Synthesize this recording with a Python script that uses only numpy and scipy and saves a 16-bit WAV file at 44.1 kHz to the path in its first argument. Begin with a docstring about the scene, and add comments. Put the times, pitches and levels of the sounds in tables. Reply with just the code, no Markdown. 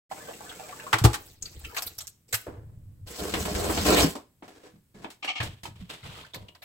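"""First you hear water gurgling in the bottom of a stalled washing machine, close by in a small tiled room.
The door clacks open, wet laundry drips and splashes in the drum, and the rubber seal is pulled back.
A hamper scrapes over the tiles, a flap clicks off, the filter cap squeaks and knocks loose, and water
spurts into a plastic tray. Bubbles are short rising tones with a splash; knocks and scrapes are crowds
of tiny clicks, coloured by the part that is hit or rubbed."""
import sys
import numpy as np
from scipy import signal
from scipy.fft import rfft, irfft, next_fast_len
from scipy.io import wavfile
from scipy.ndimage import uniform_filter1d

SR = 44100
rng = np.random.default_rng(int(sys.argv[2]) if len(sys.argv) > 2 else 0)


def master(y):
    """Save y as 16-bit WAV."""
    cut = np.clip(np.atleast_2d(y).T, -1, 1)
    pcm = np.round(cut * 32767)  # scale
    wavfile.write(sys.argv[1], SR, pcm.astype(np.int16))


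N = 292824
TIME = np.arange(N) / SR
PAD = next_fast_len(N + SR // 3, True)
FREQ = np.maximum(np.arange(PAD // 2 + 1) * SR / PAD, 1)


# hits of the latch and hinge: t/s, clack/dB, body/dB, tick/dB
DOOR_HITS = [(0.929, -7, -30, -27), (0.938, -13, -28.5, -35.5), (0.984, -26, -37.5, -31.5),
             (1.039, -22, -21.5, -23), (1.048, -15.5, -18, -22), (1.131, -31, -38, -33.5),
             (1.141, -21.5, -43, -29)]
# pitches the door rings at: f/Hz, width/Hz, level/dB
DOOR_MODES = [(340, 150, 1), (844, 67, 0.5), (1170, 500, 1.5), (1790, 150, -11)]

def door():
    """The latch snaps free and the door jolts on its hinge."""
    body = resonance(DOOR_MODES) + undb(-15) * resonance([(1810, 6100, 0.0015)])
    return blows(DOOR_HITS, body, rise_s=0.0013, grit_db=2.5,
                 clack_db=-8, body_db=-1.5, tick_db=-0.5, t60=0.085, body_t60=0.14)


# dull thuds of the cabinet, hamper and pump housing: t/s, f/Hz, level/dB
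THUDS = [(0.938, 111, -21.5), (1.016, 113.3, -14.5), (1.045, 113.5, -1.5), (1.052, 65, -11),
         (1.571, 76.5, -34), (1.637, 64.6, -34), (2.336, 108, -28), (3.013, 92.6, -32.5),
         (3.551, 67.5, -20.5), (3.616, 79.5, -24.5), (3.693, 76.5, -22), (3.782, 85, -25),
         (3.925, 401, -11), (4.04, 276, -10.5), (4.041, 164.7, -13.5), (5.402, 112, -22.5),
         (5.634, 105, -34.5), (5.816, 181, -29)]

def thuds():
    """Big panels and hollow parts boom briefly on one low tone."""
    s, hz, db = np.transpose(THUDS)
    t60 = 0.14 * (100 / hz) ** 0.37  # lower thuds ring longer
    return rings(np.transpose([s, hz, db, t60]), glide=-0.0017, rise_s=0.0031)


# the hamper is gripped, dragged and shoved: t/s, length/s, rumble/dB, scrape/dB, judder/dB
DRAGS = [(3.06, 0.13, -56, -44.5, -56.5), (3.18, 0.86, -38.5, -40.5, -39.5),
         (3.845, 0.099, -29.5, -25, -19), (3.955, 0.08, -28.5, -25, -26)]
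# tone of the hollow bag: f/Hz, level/dB
HAMPER_COLOUR = [(35, -12.5), (70, 7.5), (115, -8.5), (190, -1.5), (900, -17), (4500, -18), (7900, -21.5),
                 (10000, -25), (15000, -23)]
# pitches its frame rings at: f/Hz, width/Hz, level/dB
FRAME_MODES = [(308.4, 13.3, 9), (394.6, 47, 8.5), (468, 140, -1), (597, 26, -1.5), (685, 10, 5),
               (1024, 49, -5.5)]

def hamper():
    """The hamper's feet and cloth scrape over the tiles; sticking and slipping shakes its frame."""
    # each pull swells as it gathers speed
    rumble, sliding, shaking = strokes(DRAGS, attack_s=0.017, fall_db_per_s=276.5, swell_db_per_s=10)
    slips = grains(1200, 1) * undb(4.5 * walk(28))
    frame = resonance(FRAME_MODES) * above(150) * below(1300)
    judder = unit(shape(slips, frame)) * shaking * undb(-0.5)
    scrape = rub((rumble, sliding), HAMPER_COLOUR, rate=2400, grit_db=0.5,
                 flutter_hz=60, flutter_db=1, rumble_db=-2, scrape_db=-2, edge_hz=300)
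    scrape = echoes(scrape, t60=0.028, wet_db=-2.5, top_hz=8700)
    return judder + wander(scrape, rate=35, depth_db=3, low_hz=402)


# the swinging door stirs the air, then handfuls of wet laundry shift in the drum: t/s, length/s, rumble/dB,
# fizz/dB
HANDFULS = [(1.17, 0.13, -48, -52), (1.41, 0.26, -47, -52.5), (1.69, 0.22, -53.5, -51),
            (1.93, 0.1, -53, -60), (2.28, 0.15, -63.5, -55.5)]
# water slapping the drum, later the tray: t/s, slap/dB, spray/dB
SPLASHES = [(1.453, -49, -43), (1.473, -49, -59), (1.745, -33.5, -39.5), (1.766, -19.5, -28.5),
            (1.778, -27.5, -30.5), (1.82, -31.5, -29.5), (1.865, -40, -36), (1.982, -41, -33.5),
            (2.003, -37.5, -32), (2.071, -50, -33.5), (2.326, -19.5, -20.5), (2.339, -20, -21),
            (6.342, -30.5, -39.5), (6.549, -43.5, -60), (6.62, -35, -49.5)]
# tone of the laundry and of the splashes: f/Hz, level/dB
LAUNDRY_COLOUR = [(40, -1), (85, 6.5), (210, -12.5), (1000, -38), (5000, -34.5), (7900, -35.5), (9500, -41),
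                  (15000, -34)]
SPLASH_COLOUR = [(400, 5), (750, 8), (1200, 5.4), (1900, 5), (3000, 4), (7500, 11.7), (10000, 6.6),
                 (13000, 16.3), (16000, 3)]
# single bubbles and drips: t/s, f/Hz, level/dB
DRIPS = [(0.112, 785, -28), (0.283, 569, -32.5), (0.308, 763, -39), (0.335, 2740, -44), (0.405, 805, -38.5),
         (0.493, 3360, -38), (0.513, 1455, -39.5), (0.595, 750, -35.5), (0.69, 2400, -40),
         (0.725, 1155, -38), (0.795, 1620, -38.5), (0.8, 2710, -42), (0.865, 1070, -34.5),
         (1.423, 6570, -26.5), (1.455, 4460, -32.5), (1.646, 2740, -32), (1.727, 436.5, -50),
         (1.871, 4120, -33), (1.985, 5600, -29.5), (6.335, 3597, -37.5), (6.483, 2866, -42)]

def water():
    """Wet cloth fizzes, drops slap the steel and the tray, trapped bubbles ring."""
    stirring = strokes(HANDFULS, attack_s=0.0044, fall_db_per_s=130)
    fizz = rub(stirring, LAUNDRY_COLOUR, rate=6500, grit_db=2,
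               flutter_hz=40.66, flutter_db=1.5, rumble_db=-4, scrape_db=-2, edge_hz=313)
    hits = [(s, slap, slap, spray) for s, slap, spray in SPLASHES]
    slaps = blows(hits, colour(SPLASH_COLOUR), rise_s=0.00452, grit_db=4,
                  clack_db=-4.5, body_db=-26, tick_db=0.5, t60=0.075, body_t60=0.12)
    drips = bubbles(DRIPS, q=7, t60_at_1khz=0.06, tone_db=-3, splash_db=2)
    drips = echoes(drips, t60=0.12, wet_db=-7, top_hz=3000)
    sloshing = wander(fizz + slaps, rate=72, depth_db=2.5, low_hz=506)
    return wander(sloshing, rate=60, depth_db=4, low_hz=515) + drips


# tugs that make the cap slip on its rubber ring: t/s, length/s, level/dB
TUGS = [(5.224, 0.025, -37.5), (5.274, 0.029, -31.5), (5.352, 0.031, -37.5)]
# the slips quicken as the cap comes free: t/s, slip rate/Hz
SLIP_RATE = [(5.224, 335), (5.255, 410), (5.291, 440), (5.39, 450)]
# pitches the slips set ringing: f/Hz, width/Hz, level/dB
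SQUEAK_MODES = [(306, 56, -2), (777, 80, 6.5), (1160, 63, 0), (2275, 260, 3.5), (2700, 110, -2),
                (3100, 82, -0.5)]
# turns of the cap in its thread: t/s, length/s, rumble/dB, scrape/dB
TURNS = [(5.405, 0.071, -38.5, -50.5), (5.63, 0.08, -48, -80), (5.752, 0.012, -51, -54.5),
         (5.795, 0.017, -42.5, -61), (5.89, 0.038, -53.5, -47), (6.03, 0.074, -45, -51.5),
         (6.12, 0.11, -56, -53.5), (6.34, 0.087, -46.5, -64.5)]
# tone of the thread: f/Hz, level/dB
THREAD_COLOUR = [(40, -10), (95, 4), (270, -9.5), (1700, -17.5), (3300, -12.5), (5600, -25.5),
                 (15000, -34.5)]

def filter_cap(overtone=7):
    """The tight cap squeaks in uneven slips, then grinds round its wet thread."""
    s, slip_hz = np.transpose(SLIP_RATE)
    uneven_hz = np.interp(TIME, s, slip_hz) * (1 + 0.06 * walk(300))
    slip_count = np.cumsum(uneven_hz) / SR
    slips = np.diff(np.floor(slip_count), prepend=0) * undb(4.5 * walk(300))  # one click a slip
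    hiss = 0.12 * rng.standard_normal((2, N))
    rasp = shape(slips + hiss, resonance(SQUEAK_MODES) * above(170) * below(6000))
    # the rubber squeals on one overtone, which rises as the slips quicken
    squeal = np.sin(2 * np.pi * overtone * slip_count) * undb(4.4 * walk(300))
    squeak = unit(rasp) + undb(-11) * unit(squeal)
    squeak = unit(echoes(squeak, t60=0.0204, wet_db=0.5, top_hz=7900))
    tugging = strokes(TUGS, attack_s=0.0055, fall_db_per_s=514, swell_db_per_s=30)
    turning = strokes(TURNS, attack_s=0.012, fall_db_per_s=181.5)
    grind = rub(turning, THREAD_COLOUR, rate=8300, grit_db=0,
                flutter_hz=70.86, flutter_db=3, rumble_db=0, scrape_db=2, edge_hz=280)
    return squeak * tugging + grind


# knocks on the hamper, tray, flap and cap: t/s, clack/dB, body/dB, tick/dB
PLASTIC_KNOCKS = [(3.338, -24, -33.5, -30), (3.452, -34.5, -39.5, -34), (3.549, -35, -47, -32),
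                  (3.698, -36, -28, -37), (3.774, -28, -33.5, -34), (4.153, -48.5, -37, -39),
                  (4.423, -50, -48.5, -80), (4.479, -53, -52, -51), (5.044, -41, -40, -57),
                  (5.102, -48, -64, -42.5), (5.244, -32, -44.5, -40), (5.402, -25, -41, -41),
                  (5.428, -45, -41, -33.5), (5.633, -43, -53, -38.5), (5.655, -42.5, -46, -40.5)]
# pitches the plastic rings at: f/Hz, width/Hz, level/dB
PLASTIC_MODES = [(325, 105, -3), (950, 29, -12), (1702, 25, -3.5), (2210, 78, -3), (3100, 34, -14)]
# fingers pushing and pulling at the flap: t/s, length/s, rumble/dB, rub/dB
FINGER_MOVES = [(4.425, 0.017, -54, -50.5), (4.485, 0.12, -72, -55.5), (4.63, 0.039, -69, -50),
                (4.73, 0.0305, -48.5, -67), (4.94, 0.11, -48, -53.5)]
# tone of the rubbed flap: f/Hz, level/dB
FLAP_COLOUR = [(40, -9.5), (330, 4.5), (560, -1), (920, -9.5), (1300, -11), (6000, -19.5), (15000, -34)]

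def plastic():
    """Hollow plastic parts knock and click; fingers slide on the flap and make it hum."""
    hollow = resonance(PLASTIC_MODES)
    body = hollow + resonance([(1810, 2900, 0.0044)])
    knocks = blows(PLASTIC_KNOCKS, body, rise_s=0.00064, grit_db=-0.5,
                   clack_db=-5, body_db=4.5, tick_db=-6.5, t60=0.14, body_t60=0.15)
    rumble, sliding = strokes(FINGER_MOVES, attack_s=0.01, fall_db_per_s=270)
    hum = unit(shape(grains(1600, 1.1), hollow * above(216) * below(1420))) * sliding * undb(-7.5)
    rubbing = rub((rumble, sliding), FLAP_COLOUR, rate=5700, grit_db=-1.5,
                  flutter_hz=52.5, flutter_db=2.5, rumble_db=-5, scrape_db=-2.5, edge_hz=300)
    return knocks + hum + rubbing


# snaps of the flap, and of the cap against its stops: t/s, f/Hz, level/dB
SNAPS = [(5.045, 910, -25), (5.247, 2800, -26), (5.290, 2340, -17), (5.403, 1730, -18), (5.654, 927.5, -24)]
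# tones of the pump housing and the front panel: f/Hz, level against the hit/dB, ring time/s
HOUSING_MODES = [(2555.3, -20, 0.071), (3110, -22, 0.096), (3570, -17, 0.021)]
PANEL_MODES = [(341, -6, .22), (463, -15.5, 0.2), (848, -3, 0.14)]

def snaps_and_jolt(snap_t60=0.015, jolt_s=1.046, jolt_db=-20):
    """Plastic catches and lets go, ringing the pump housing; the door's jolt rings the front panel."""
    snaps = [(*snap, snap_t60) for snap in SNAPS]
    housing = [(s, hz, hit_db + db, t60) for s, _, hit_db in SNAPS for hz, db, t60 in HOUSING_MODES]
    panel = [(jolt_s, hz, jolt_db + db, t60) for hz, db, t60 in PANEL_MODES]
    tones = rings(snaps + housing + panel, glide=0, rise_s=0.0009)
    return echoes(tones, t60=0.09, wet_db=-6.5, top_hz=6000)


# tone of the water churning in the sump, the bottom of the tub: f/Hz, level/dB
SUMP_COLOUR = [(40, -12.5), (90, -4.5), (500, -4), (850, -15.5), (1600, -17.5), (5500, -17.5),
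               (7900, -15.5), (9300, -22.5), (15000, -20.5)]

def sump(start_s=0.095, length_s=1.02):
    """Small bubbles keep bursting over a wash of water; the hollow tub blends them."""
    foam = froth(start_s, length_s, db=-47.5, low_hz=518, span=6.5, small_db=-5.5, count=200)
    churn = stroke(start_s, length_s, attack_s=0.0298, fall_db_per_s=159)
    wash = unit(shape(grains(9000, 2.4), colour(SUMP_COLOUR))) * churn * undb(-49.5)
    gurgle = bubbles(foam, q=20, t60_at_1khz=0.087, tone_db=-6, splash_db=-3.5)
    return wash + echoes(gurgle, t60=0.12, wet_db=-2, top_hz=3000)


# tone of the rubber door seal: f/Hz, level/dB
SEAL_COLOUR = [(40, -3.5), (104, 9), (185, -9.5), (560, -11), (720, -20), (1400, -26.5), (4000, -47.5),
               (15000, -65)]

def seal(start_s=2.463):
    """The rubber rubs dully as it is pulled back, and the drum drones while it is held."""
    drone = stroke(start_s, length_s=0.614, attack_s=0.004, fall_db_per_s=400)
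    pull = stroke(start_s, length_s=0.013, attack_s=0.0048, fall_db_per_s=125)
    sliding = pull + undb(-39) * drone  # the fingers go on creeping over the rubber
    return rub((drone, sliding), SEAL_COLOUR, rate=3200, grit_db=0,
               flutter_hz=46, flutter_db=2, rumble_db=-46.5, scrape_db=-40.5, edge_hz=235)


def trickle():
    """Water bubbles past the loosening cap, then spurts and patters on the hollow tray."""
    leak = froth(start_s=6.02, length_s=0.24, db=-52.5, low_hz=806, span=6, small_db=-2, count=50)
    tray = resonance([(348, 170, 0.89), (552, 97, 0.23), (936, 51, -2.25)]) * above(197) * below(1060)
    spurt = stroke(start_s=6.335, length_s=0.074, attack_s=0.007, fall_db_per_s=150)
    patter = unit(shape(grains(900, 4.7), tray)) * spurt * undb(-47.5)
    return bubbles(leak, q=8.5, t60_at_1khz=0.039, tone_db=4, splash_db=5) + patter


# air pressed out of the wet cloth: t/s, length/s, level/dB
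SQUELCHES = [(1.638, 0.13, -48), (1.759, 0.12, -50), (1.981, 0.08, -58)]

def squelch():
    """Squeezed laundry lets out clusters of tiny bubbles."""
    foam = np.vstack([froth(*row, low_hz=610, span=5.5, small_db=-0.5, count=36) for row in SQUELCHES])
    return bubbles(foam, q=12, t60_at_1khz=0.046, tone_db=-2.5, splash_db=-9)


# tone of the quiet room: f/Hz, level/dB
AIR_COLOUR = [(30, -11), (105, 0.5), (350, -15), (700, -26.5), (6000, -34), (15000, -28)]

def room_air(start_s=0.095):
    """A faint, low rush lies under everything."""
    return unit(shape(rng.standard_normal((2, N)), colour(AIR_COLOUR))) * undb(-67) * (TIME > start_s)


def blows(table, response, rise_s, grit_db, clack_db, body_db, tick_db, t60, body_t60):
    """Each blow is a dying burst of clicks; the low body outlasts the middle clack and the high tick."""
    s, clack, body, tick = np.transpose(table)
    parts = [(above(200) * below(700), body + body_db, body_t60),
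             (above(700) * below(3500), clack + clack_db, t60),
             (above(3500), tick + tick_db, t60)]
    clicks = unit(grains(20000, grit_db))
    out = 0
    for band, db, ring_s in parts:
        passed = band * response
        passed /= np.sqrt(np.mean(np.abs(passed) ** 2))
        out = out + shape(clicks * decays(s, db, ring_s, rise_s), passed)
    return out


def rub(gains, points, rate, grit_db, flutter_hz, flutter_db, rumble_db, scrape_db, edge_hz):
    """Rough surfaces catch in uneven spurts as they slide, while the whole part rumbles."""
    rumble, scrape = gains
    catches = grains(rate, grit_db) * undb(flutter_db * walk(flutter_hz))
    high = unit(shape(catches, colour(points) * above(edge_hz)))
    low = unit(shape(rng.standard_normal((2, N)), colour(points) * below(210)))
    return high * scrape * undb(scrape_db) + low * rumble * undb(rumble_db)


def bubbles(table, q, t60_at_1khz, tone_db, splash_db):
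    """Each bubble (t/s, f/Hz, level/dB) is a rising tone, plus a splash ringing the same air pocket."""
    s, hz, db = np.transpose(table)
    t60 = t60_at_1khz * (hz / 1000) ** -0.25  # small bubbles die sooner
    out = rings(np.transpose([s, hz, db + tone_db, t60]), glide=0.047, rise_s=0.0013)
    age = TIME[:SR // 5]
    for start, pitch, gain, ring_s in zip(s, hz, undb(db + splash_db), t60):
        pocket = signal.iirpeak(pitch, q, fs=SR)
        splash = unit(signal.lfilter(*pocket, rng.standard_normal((2, len(age)))))
        splash *= gain * rise_and_fade(age, 0.0048, ring_s)
        i = int(start * SR)
        out[:, i:i + len(age)] += splash[:, :N - i]
    return out


def froth(start_s, length_s, db, low_hz, span, small_db, count):
    """Random bubbles (t/s, f/Hz, level/dB), pitched from low_hz up to span times as high."""
    when, smallness, strength = rng.random((count, 3)).T
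    levels = db + small_db * smallness + 8 * (strength - 0.5)
    return np.transpose([start_s + when * length_s, low_hz * span ** smallness, levels])


def rings(table, glide, rise_s):
    """Dying tones (t/s, f/Hz, level/dB, ring time/s); glide bends their pitch as they fade."""
    out = np.zeros((2, N))
    for (s, hz, db, t60), side_phase in zip(table, rng.uniform(0, 2 * np.pi, len(table))):
        i = int(s * SR)
        age = TIME[:min(N - i, int(2 * t60 * SR))]
        phase = 2 * np.pi * hz * age * (1 + glide * age / t60 / 2)
        gain = undb(db) * rise_and_fade(age, rise_s, t60)
        out[:, i:i + len(age)] += gain * np.sin([phase, phase + side_phase])
    return out


def grains(rate, spread_db):
    """Tiny random clicks of unequal size, about rate of them a second."""
    size = undb(spread_db * np.minimum(rng.exponential(size=N), 5))
    return (rng.random(N) < rate / SR) * size * rng.standard_normal((2, N))


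def rise_and_fade(age, rise_s, t60):
    """A quick rise, then a fade; t60 is the ring time, the seconds it takes to fall 60 dB."""
    return (1 - np.exp(-age / rise_s)) * np.exp(-np.log(1000) * age / t60)


def decays(s, db, t60, rise_s):
    """Loudness of blows: a first crack of about a millisecond, then a swell that dies away."""
    age = TIME[:SR // 2]
    blow = rise_and_fade(age, rise_s, t60) + 0.39 * np.exp(-age / 0.00043)
    power = np.zeros(N + len(age))
    for start, gain in zip(s, undb(db)):
        i = int(start * SR)
        power[i:i + len(age)] += (gain * blow) ** 2
    return np.sqrt(power[:N])


def stroke(start_s, length_s, attack_s, fall_db_per_s):
    """Loudness of one movement: it builds up, holds, and dies away once it stops."""
    age = TIME - start_s
    return np.clip(age / attack_s, 0, 1) * undb(-np.clip((age - length_s) * fall_db_per_s, 0, 200))


def strokes(table, attack_s, fall_db_per_s, swell_db_per_s=0):
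    """Loudness of several movements (t/s, length/s, level/dB, ...), one curve for each level column."""
    power = 0
    for s, length, *db in table:
        swell = undb(swell_db_per_s * np.clip(TIME - s, 0, length))
        power = power + np.outer(undb(db), swell * stroke(s, length, attack_s, fall_db_per_s)) ** 2
    return np.sqrt(power)


def walk(rate):
    """A random curve that heads for a new value rate times a second."""
    knots = np.arange(0, TIME[-1] + 1, 1 / rate)
    return np.interp(TIME, knots, rng.standard_normal(len(knots)))


def wander(x, rate, depth_db, low_hz, count=14):
    """Let each third of an octave swell and fade on its own, as shifting resonances do."""
    place = np.clip(3 * np.log2(FREQ / low_hz), 0, count - 1)
    bands = (shape(x, np.maximum(1 - np.abs(place - k), 0)) for k in range(count))
    wavering = sum(band * undb(depth_db * walk(rate)) for band in bands)
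    return unit(wavering) * np.sqrt(np.mean(x ** 2))


def echoes(x, t60, wet_db, top_hz):
    """Add dense echoes from hard walls close by."""
    tail = rng.standard_normal((2, N)) * np.exp(-np.log(1000) * TIME / t60) * (TIME > 0.003)
    tail /= np.sqrt(np.sum(tail ** 2, axis=1, keepdims=True))
    return x + undb(wet_db) * shape(x, rfft(tail, PAD) * below(top_hz, order=2) * above(200))


def shape(x, response):
    """Filter a sound: response gives the gain at each pitch in FREQ."""
    return irfft(rfft(x, PAD) * response, PAD)[..., :N]


def colour(points):
    """A filter drawn through points (f/Hz, level/dB)."""
    hz, db = np.transpose(points)
    return undb(np.interp(np.log(FREQ), np.log(hz), db))


def resonance(modes):
    """A filter that rings at each row (f/Hz, width/Hz, level/dB)."""
    return sum(undb(db) / (1 + 1j * (FREQ / hz - hz / FREQ) * hz / width) for hz, width, db in modes)


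def below(hz, order=8):
    """A filter that keeps what is lower than hz."""
    return 1 / np.sqrt(1 + (FREQ / hz) ** order)


def above(hz):
    """A filter that keeps what is higher than hz."""
    return np.sqrt(1 - below(hz) ** 2)


def undb(db):
    """Turn decibels into a gain."""
    return 10 ** (np.asarray(db) / 20)


def unit(x):
    """Scale to an average (rms) level of 1."""
    return x / np.sqrt(np.mean(x ** 2) + 1e-30)


# stereo width, side (left minus right) against mid (left plus right): f/Hz, level/dB
STEREO_WIDTH = [(70, -19), (130, -15), (330, -9.5), (600, -4.5), (1100, -0.5), (5500, 0.5), (8000, -8),
                (15000, -8)]

def scene():
    """All sources echo in the tiled room; the bass is nearly the same left and right."""
    sources = (thuds() + sump() + door() + water() + squelch() + seal() + hamper()
               + plastic() + snaps_and_jolt() + filter_cap() + trickle())
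    air = room_air()
    mid, side = echoes(sources, t60=0.305, wet_db=-11.5, top_hz=7000) + air
    side = shape(side, colour(STEREO_WIDTH))
    return np.array([mid + side, mid - side])


def record(dry, port_hz=7870, port_width_hz=900, top_hz=15800):
    """The phone's microphone holes ring in the treble; peaks stop at full scale and the top is cut."""
    ringing = shape(dry, 1 + resonance([(port_hz, port_width_hz, 1)]))
    top_cut = signal.ellip(8, 0.2, 70, top_hz, fs=SR, output="sos")
    return signal.sosfilt(top_cut, np.clip(ringing, -1, 1))


dry = scene()
out = record(dry)
master(out)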